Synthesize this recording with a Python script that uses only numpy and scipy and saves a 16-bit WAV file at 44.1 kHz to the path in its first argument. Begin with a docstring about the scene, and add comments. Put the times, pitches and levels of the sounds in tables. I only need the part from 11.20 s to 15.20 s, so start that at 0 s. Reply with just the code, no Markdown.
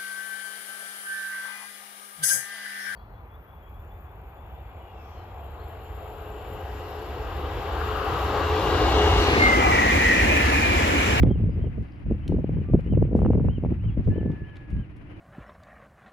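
"""A harbour, with the microphone out in the wind. From the start gusts rumble and flutter on it,
water laps and drips close by over a soft wash, and a far bird repeats an arched chirp about three
times a second, with a few peeps from others. A wavelet fizzes near 0.7 s; the hardest buffets hit
from 0.9 to 2 s. At 2.9 s a sea duck gives one long, thin whistle that sags as the wind eases."""
import sys
import numpy as np
from scipy import signal
from scipy.fft import rfft, irfft
from scipy.io import wavfile
from scipy.ndimage import uniform_filter1d

SR = 44100
rng = np.random.default_rng(int(sys.argv[2]) if len(sys.argv) > 2 else 0)


def master_out(mix):
    """Clip the mix to full scale and print it as 16-bit PCM to the path in sys.argv[1]."""
    frames = np.transpose(np.atleast_2d(mix))
    ceiling = np.clip(frames, -1, 1)
    pcm = np.round(ceiling * 32767).astype(np.int16)
    wavfile.write(sys.argv[1], SR, pcm)


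N = 176400


def amp(db):
    return 10 ** (np.asarray(db) / 20)


def unit(x):
    return x / np.sqrt(np.mean(x ** 2) + 1e-20)


def steady(x, size):
    """Holds the rms near 1 over a number of samples."""
    power = uniform_filter1d((x ** 2).mean(0), size)
    return x / np.sqrt(abs(uniform_filter1d(power, size // 2)) + 1e-20)


def along(points, t):
    """Reads a curve in time."""
    return np.interp(t, *np.transpose(points))


def across(points, hz):
    """Reads a spectrum on a log-frequency axis."""
    f, value = np.transpose(points)
    return np.interp(np.log(hz + 1), np.log(f + 1), value)


def colour(x, points):
    """Filters x by a spectrum."""
    hz = np.fft.rfftfreq(x.shape[-1], 1 / SR)
    return irfft(rfft(x) * amp(across(points, hz)), x.shape[-1])


def drift(rate_hz):
    """Smooth random motion of rms 1, up to about the given rate."""
    rolloff = np.exp(-(np.fft.rfftfreq(N, 1 / SR) / rate_hz) ** 2)
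    return unit(irfft(rfft(rng.standard_normal(N)) * rolloff, N))


def stereo_noise(likeness, size):
    """Left and right noise with a likeness from 0 to 1."""
    shared = np.sqrt(likeness) * rng.standard_normal(size)
    return shared + np.sqrt(1 - likeness) * rng.standard_normal((2, size))


def pan(left_db):
    return amp(np.array([[.5], [-.5]]) * left_db)


def add(mix, start, sound):
    part = mix[:, max(round(start * SR), 0):][:, :sound.shape[-1]]
    part += sound[..., :part.shape[1]]


def harbour(x, echo_db, t60_s=.4):
    """Adds the diffuse echo that reaches the microphone from the water and the shore."""
    t = np.arange(SR) / SR
    tail = rng.standard_normal((2, SR)) * amp(-60 * t / t60_s)
    echo = signal.fftconvolve(x, tail / np.linalg.norm(tail[0]), axes=1)[:, :N]
    return x + amp(echo_db) * echo


# Tone of the far water. Each row: frequency in Hz, relative level in dB.
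WASH_SPECTRUM = [(100, 2.5), (220, -10), (290, 6.5), (420, -9), (650, -12.5), (1300, -17), (2000, -17.5),
                 (2850, -21), (3500, -33.5), (5500, -44.5), (9000, -58), (11000, -42.5), (13500, -73)]
# Its lean at the microphone. Each row: frequency in Hz, left minus right in dB.
WASH_LEAN = [(200, -2.5), (700, 5), (1300, 0), (2400, 9), (4400, -2.5), (8000, -0.5)]
# Its stereo width. Each row: frequency in Hz, left-right likeness from 0 to 1.
WASH_LIKENESS = [(250, 0.88), (640, 0.014), (3000, 0.017), (12000, 0.11)]

def wash(level_db=-46.5):
    """Countless ripples far out in the harbour merge into a gently flickering hiss."""
    hz = np.fft.rfftfreq(N, 1 / SR)
    left, independent = rfft(rng.standard_normal((2, N)) * amp(1.9 * drift(23)))
    likeness = across(WASH_LIKENESS, hz)
    right = likeness * left + np.sqrt(1 - likeness ** 2) * independent
    gain = amp(across(WASH_SPECTRUM, hz)) * pan(across(WASH_LEAN, hz))
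    return unit(irfft(np.array([left, right]) * gain, N)) * amp(level_db)


# Tone of the foam. Each row: frequency in Hz, relative level in dB.
FOAM_SPECTRUM = [(3000, -18), (4800, 0), (7000, -34)]

def foam(middle_s=.73, half_width_s=.12, level_db=-77):
    """A wavelet breaks and fizzes: a grainy hiss, faint at the microphone."""
    grains = rng.standard_normal(N) * amp(6.7 * drift(150))
    swell = np.exp(-((np.arange(N) / SR - middle_s) / half_width_s) ** 2)
    return amp(level_db) * unit(colour(grains, FOAM_SPECTRUM)) * swell


# Odd birds in the distance. Each row: start in seconds, length in seconds, pitch in Hz,
# waver as a share of pitch, level in dB.
PEEP_NOTES = [(0.27, 0.12, 4920, 0.0073, -73), (0.864, 0.1, 2750, 0.038, -67.5),
              (1.415, 0.13, 1176, 0.013, -60.5), (2.662, 0.11, 3290, 0.013, -67.5)]

def peeps(waver):
    """Thin notes, each wavering around one pitch."""
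    out = np.zeros((2, N))
    for start, length, pitch_hz, share, db in PEEP_NOTES:
        hz = pitch_hz * (1 + share * waver[:int(length * SR)])
        tone = np.sin(2 * np.pi * np.cumsum(hz) / SR)
        add(out, start, amp(db) * signal.windows.hann(len(hz)) * tone)
    return out


# One bird across the harbour. Each entry: level of the next chirp in dB.
CHIRP_LEVELS = [-64, -67.5, -72.5, -66, -67.5, -63.5, -69, -60.5, -59.5, -64.5, -66.5, -68, -68]
FIRST_TOP_S, CHIRP_EVERY_S, CHIRP_RISE_S, CHIRP_FALL_S = .122, .3171, .07, .054
CHIRP_TOP_HZ, CHIRP_SAG_HZ_PER_S, CHIRP_ARCH_HZ = 3197, 27, 750

def chirps(waver, swell_db_per_s=35, flicker_db=3.5, lower_octave_db=-12):
    """Evenly spaced chirps rise and fall in pitch, with a weak partial an octave below."""
    out, flicker = np.zeros((2, N)), drift(53)
    t = np.arange(-CHIRP_RISE_S, CHIRP_FALL_S, 1 / SR)
    drop = (t / np.where(t < 0, CHIRP_RISE_S, CHIRP_FALL_S)) ** 2  # 0 at the top, 1 at the ends
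    swell = signal.windows.tukey(len(t), .2) * amp(swell_db_per_s * t)
    for k, db in enumerate(CHIRP_LEVELS):
        top_s = FIRST_TOP_S + k * CHIRP_EVERY_S
        here = np.clip(((top_s + t) * SR).astype(int), 0, N - 1)
        hz = CHIRP_TOP_HZ - CHIRP_SAG_HZ_PER_S * top_s - CHIRP_ARCH_HZ * drop
        hz *= 1 + (.009 + .045 * drop) * waver[here]  # steadiest at the top
        phase = 2 * np.pi * np.cumsum(hz) / SR
        tone = np.sin(phase) + amp(lower_octave_db) * np.sin(phase / 2)
        add(out, top_s - CHIRP_RISE_S, amp(db + flicker_db * flicker[here]) * swell * tone)
    return out


def far_birds():
    """Chirps and peeps carry over the water from far left of the microphone."""
    waver = drift(rate_hz=250)
    return harbour((chirps(waver) + peeps(waver)) * pan(left_db=6), echo_db=-9)


# Water close by. Each row: start in seconds, decay in seconds, level in dB, tilt in dB per octave.
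LAPS_AND_DRIPS = [(0.031, 0.0014, -27, -12.5), (0.622, 0.014, -65, 1), (1.607, 0.0025, -60, 2),
                  (1.078, 0.0024, -35, 0.5), (1.08, 0.0071, -62, 23), (1.954, 0.041, -63, 7.5),
                  (2.84, 0.021, -61, -3), (3.116, 0.0054, -56, -4), (3.354, 0.014, -54.5, -6.5),
                  (3.368, 0.0022, -45.5, -4), (3.762, 0.0083, -65, 5), (3.5, 0.011, -60.5, 2.5)]
# Tone of the spray before tilting. Each row: frequency in Hz, relative level in dB.
SPRAY_SPECTRUM = [(500, -23.5), (1500, -1), (3300, 6), (5500, -4.5), (8500, -11.5), (11000, -10),
                  (14000, -33.5)]

def splashes():
    """Near the microphone, dead centre, water breaks in grainy bursts of spray and sharp drips."""
    out, t = np.zeros((2, N)), np.arange(SR // 2) / SR
    for start, decay, db, tilt_db in LAPS_AND_DRIPS:
        spray = stereo_noise(1, len(t)) * amp(6.4 * rng.standard_normal(len(t)))
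        spectrum = [(hz, level + tilt_db * np.log2(hz / 3000)) for hz, level in SPRAY_SPECTRUM]
        envelope = (1 - np.exp(-4 * t / decay)) * np.exp(-t / decay)
        add(out, start, unit(colour(spray, spectrum)) * envelope * amp(db))
    return harbour(out, echo_db=-9)


# Gusts on the microphone. Each row: middle and length in seconds, rumble and flutter in relative dB.
MIC_GUSTS = [(-0.013, 0.2, -16.5, -27.5), (0.248, .08, -19.5, -38), (0.421, .12, -24, -41.5),
             (0.598, 0.052, -25, -46.5), (0.909, 0.081, -23, -45.5), (1.147, 0.1, -22, -33),
             (1.358, 0.11, -23.5, -40), (1.549, 0.058, -16.5, -26), (1.78, .15, -18, -32),
             (2.078, 0.22, -18.5, -29), (2.27, 0.076, -19, -33.5), (2.488, 0.082, -25.5, -33),
             (2.675, 0.057, -22, -49), (2.789, 0.032, -20, -35), (2.894, 0.045, -15.5, -32),
             (3.04, 0.16, -26, -35), (3.23, 0.033, -31, -48), (3.565, 0.084, -23.5, -60)]
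# The breeze rumbling between them. Each row: time in seconds, relative level in dB.
BREEZE = [(0, -18), (.55, -34), (.72, -42), (1, -31), (2.7, -27), (3.35, -42), (4, -43)]
# Tone of the large and of the small eddies. Each row: frequency in Hz, relative level in dB.
RUMBLE_SPECTRUM = [(20, -27.5), (33, -23), (47, 0.5), (105, -2), (170, -7.5), (260, -19), (450, -37.5),
                   (1400, -88.5)]
FLUTTER_SPECTRUM = [(60, -21.5), (140, 5.5), (260, 5), (470, -3.5), (700, -19), (1100, -33.5), (1800, -49),
                    (3500, -61), (7000, -90.5)]

def wind(rumble_gain_db=-1, flutter_gain_db=7, likeness=.8):
    """Gusts swell and drop right on the microphone; large eddies rumble, small ones flutter in puffs."""
    t = np.arange(N) / SR
    rumble_power, flutter_power = amp(along(BREEZE, t)) ** 2, np.zeros(N)
    for middle, length, rumble_db, flutter_db in MIC_GUSTS:
        swell = .5 ** (abs(2 * (t - middle) / length) ** 3.33)
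        rumble_power += swell * amp(rumble_db) ** 2
        flutter_power += swell * amp(flutter_db) ** 2
    eddies = stereo_noise(likeness, N)
    puffs = stereo_noise(likeness, N) * amp(10.8 * drift(58))
    rumble = steady(colour(eddies, RUMBLE_SPECTRUM), size=2200) * np.sqrt(rumble_power)
    flutter = steady(colour(puffs, FLUTTER_SPECTRUM), size=2600) * np.sqrt(flutter_power)
    return amp(rumble_gain_db) * rumble + amp(flutter_gain_db) * flutter * pan(left_db=.5)


# The sharpest eddies on the microphone. Each row: time in seconds, half width in milliseconds,
# peak in dB ahead of the low cut.
SHARP_EDDIES = [(.033, 0.86, -21), (0.107, 0.75, -32), (.912, 1.44, -9.5), (.921, 1.8, -8),
                (1.1, 1.68, -12), (1.122, 1.13, -13.5), (1.148, 1.2, -22), (1.244, 1.36, -11),
                (1.294, 1.36, -14.5), (1.488, 1.4, -21), (1.537, 1.12, -10), (1.552, 1.43, -6),
                (1.737, 1.08, -16.5), (1.826, 0.99, -14.5), (1.931, 1.53, -10), (1.952, 1.25, -3),
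                (1.992, 0.69, -22.5), (2.019, 0.85, -13.5), (2.05, .55, -20.5), (2.063, 0.57, -19.5),
                (2.134, 0.7, -20.5), (2.198, 0.65, -24), (2.286, 0.58, -22), (2.383, 1.76, -14),
                (2.438, 1.08, -15), (2.449, 0.84, -15.5), (2.876, 0.68, -32), (3.031, 1.35, -18)]

def buffets(eddy_order=2.5, low_cut_hz=170):
    """A small vortex passes the microphone: a push and a pull, brighter when narrow."""
    out, t = np.zeros((2, N)), np.arange(-SR // 20, SR // 20) / SR
    for time, half_width_ms, db in SHARP_EDDIES:
        passage = t * 1000 / half_width_ms
        pressure = (1 / (1 + 1j * passage) ** eddy_order).real
        add(out, time + t[0], amp(db) * pressure)
    low_cut = signal.butter(2, low_cut_hz, "high", fs=SR, output="sos")
    return signal.sosfilt(low_cut, out) * pan(left_db=3)


# The duck's slight lift and long sag. Each row: time in seconds, pitch in Hz.
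DUCK_PITCH = [(2.91, 1713), (2.98, 1745), (3.07, 1735), (3.24, 1718), (3.46, 1682), (3.58, 1653),
              (3.65, 1587)]
# Its strength at the microphone. Each row: time in seconds, level in dB.
DUCK_LEVEL = [(2.904, -53.5), (2.922, -56), (3.1, -58.5), (3.24, -55), (3.52, -63), (3.57, -60.5),
              (3.649, -64.5)]

def duck(waver_share=.0019, waver_hz=50.3, flicker_db=1.4):
    """Out on the harbour, just left of centre, a sea duck gives one nearly pure, wavering whistle."""
    t = np.arange(N) / SR
    hz = along(DUCK_PITCH, t) * (1 + waver_share * drift(waver_hz))
    calling = (t > DUCK_LEVEL[0][0]) & (t < DUCK_LEVEL[-1][0])
    level = amp(along(DUCK_LEVEL, t) + flicker_db * drift(40)) * calling
    tone = np.sqrt(2) * level * np.sin(2 * np.pi * np.cumsum(hz) / SR)
    return harbour(tone * pan(left_db=2), echo_db=-16)


def scene():
    return duck() + far_birds() + wind() + buffets() + wash() + splashes() + foam()


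def record(dry):
    """The recorder cuts the treble above 15.7 kHz."""
    low_pass = signal.firwin(511, 15700, window=("kaiser", 9), fs=SR)
    return signal.oaconvolve(dry, low_pass[None], "same")


dry = scene()
out = record(dry)
master_out(out)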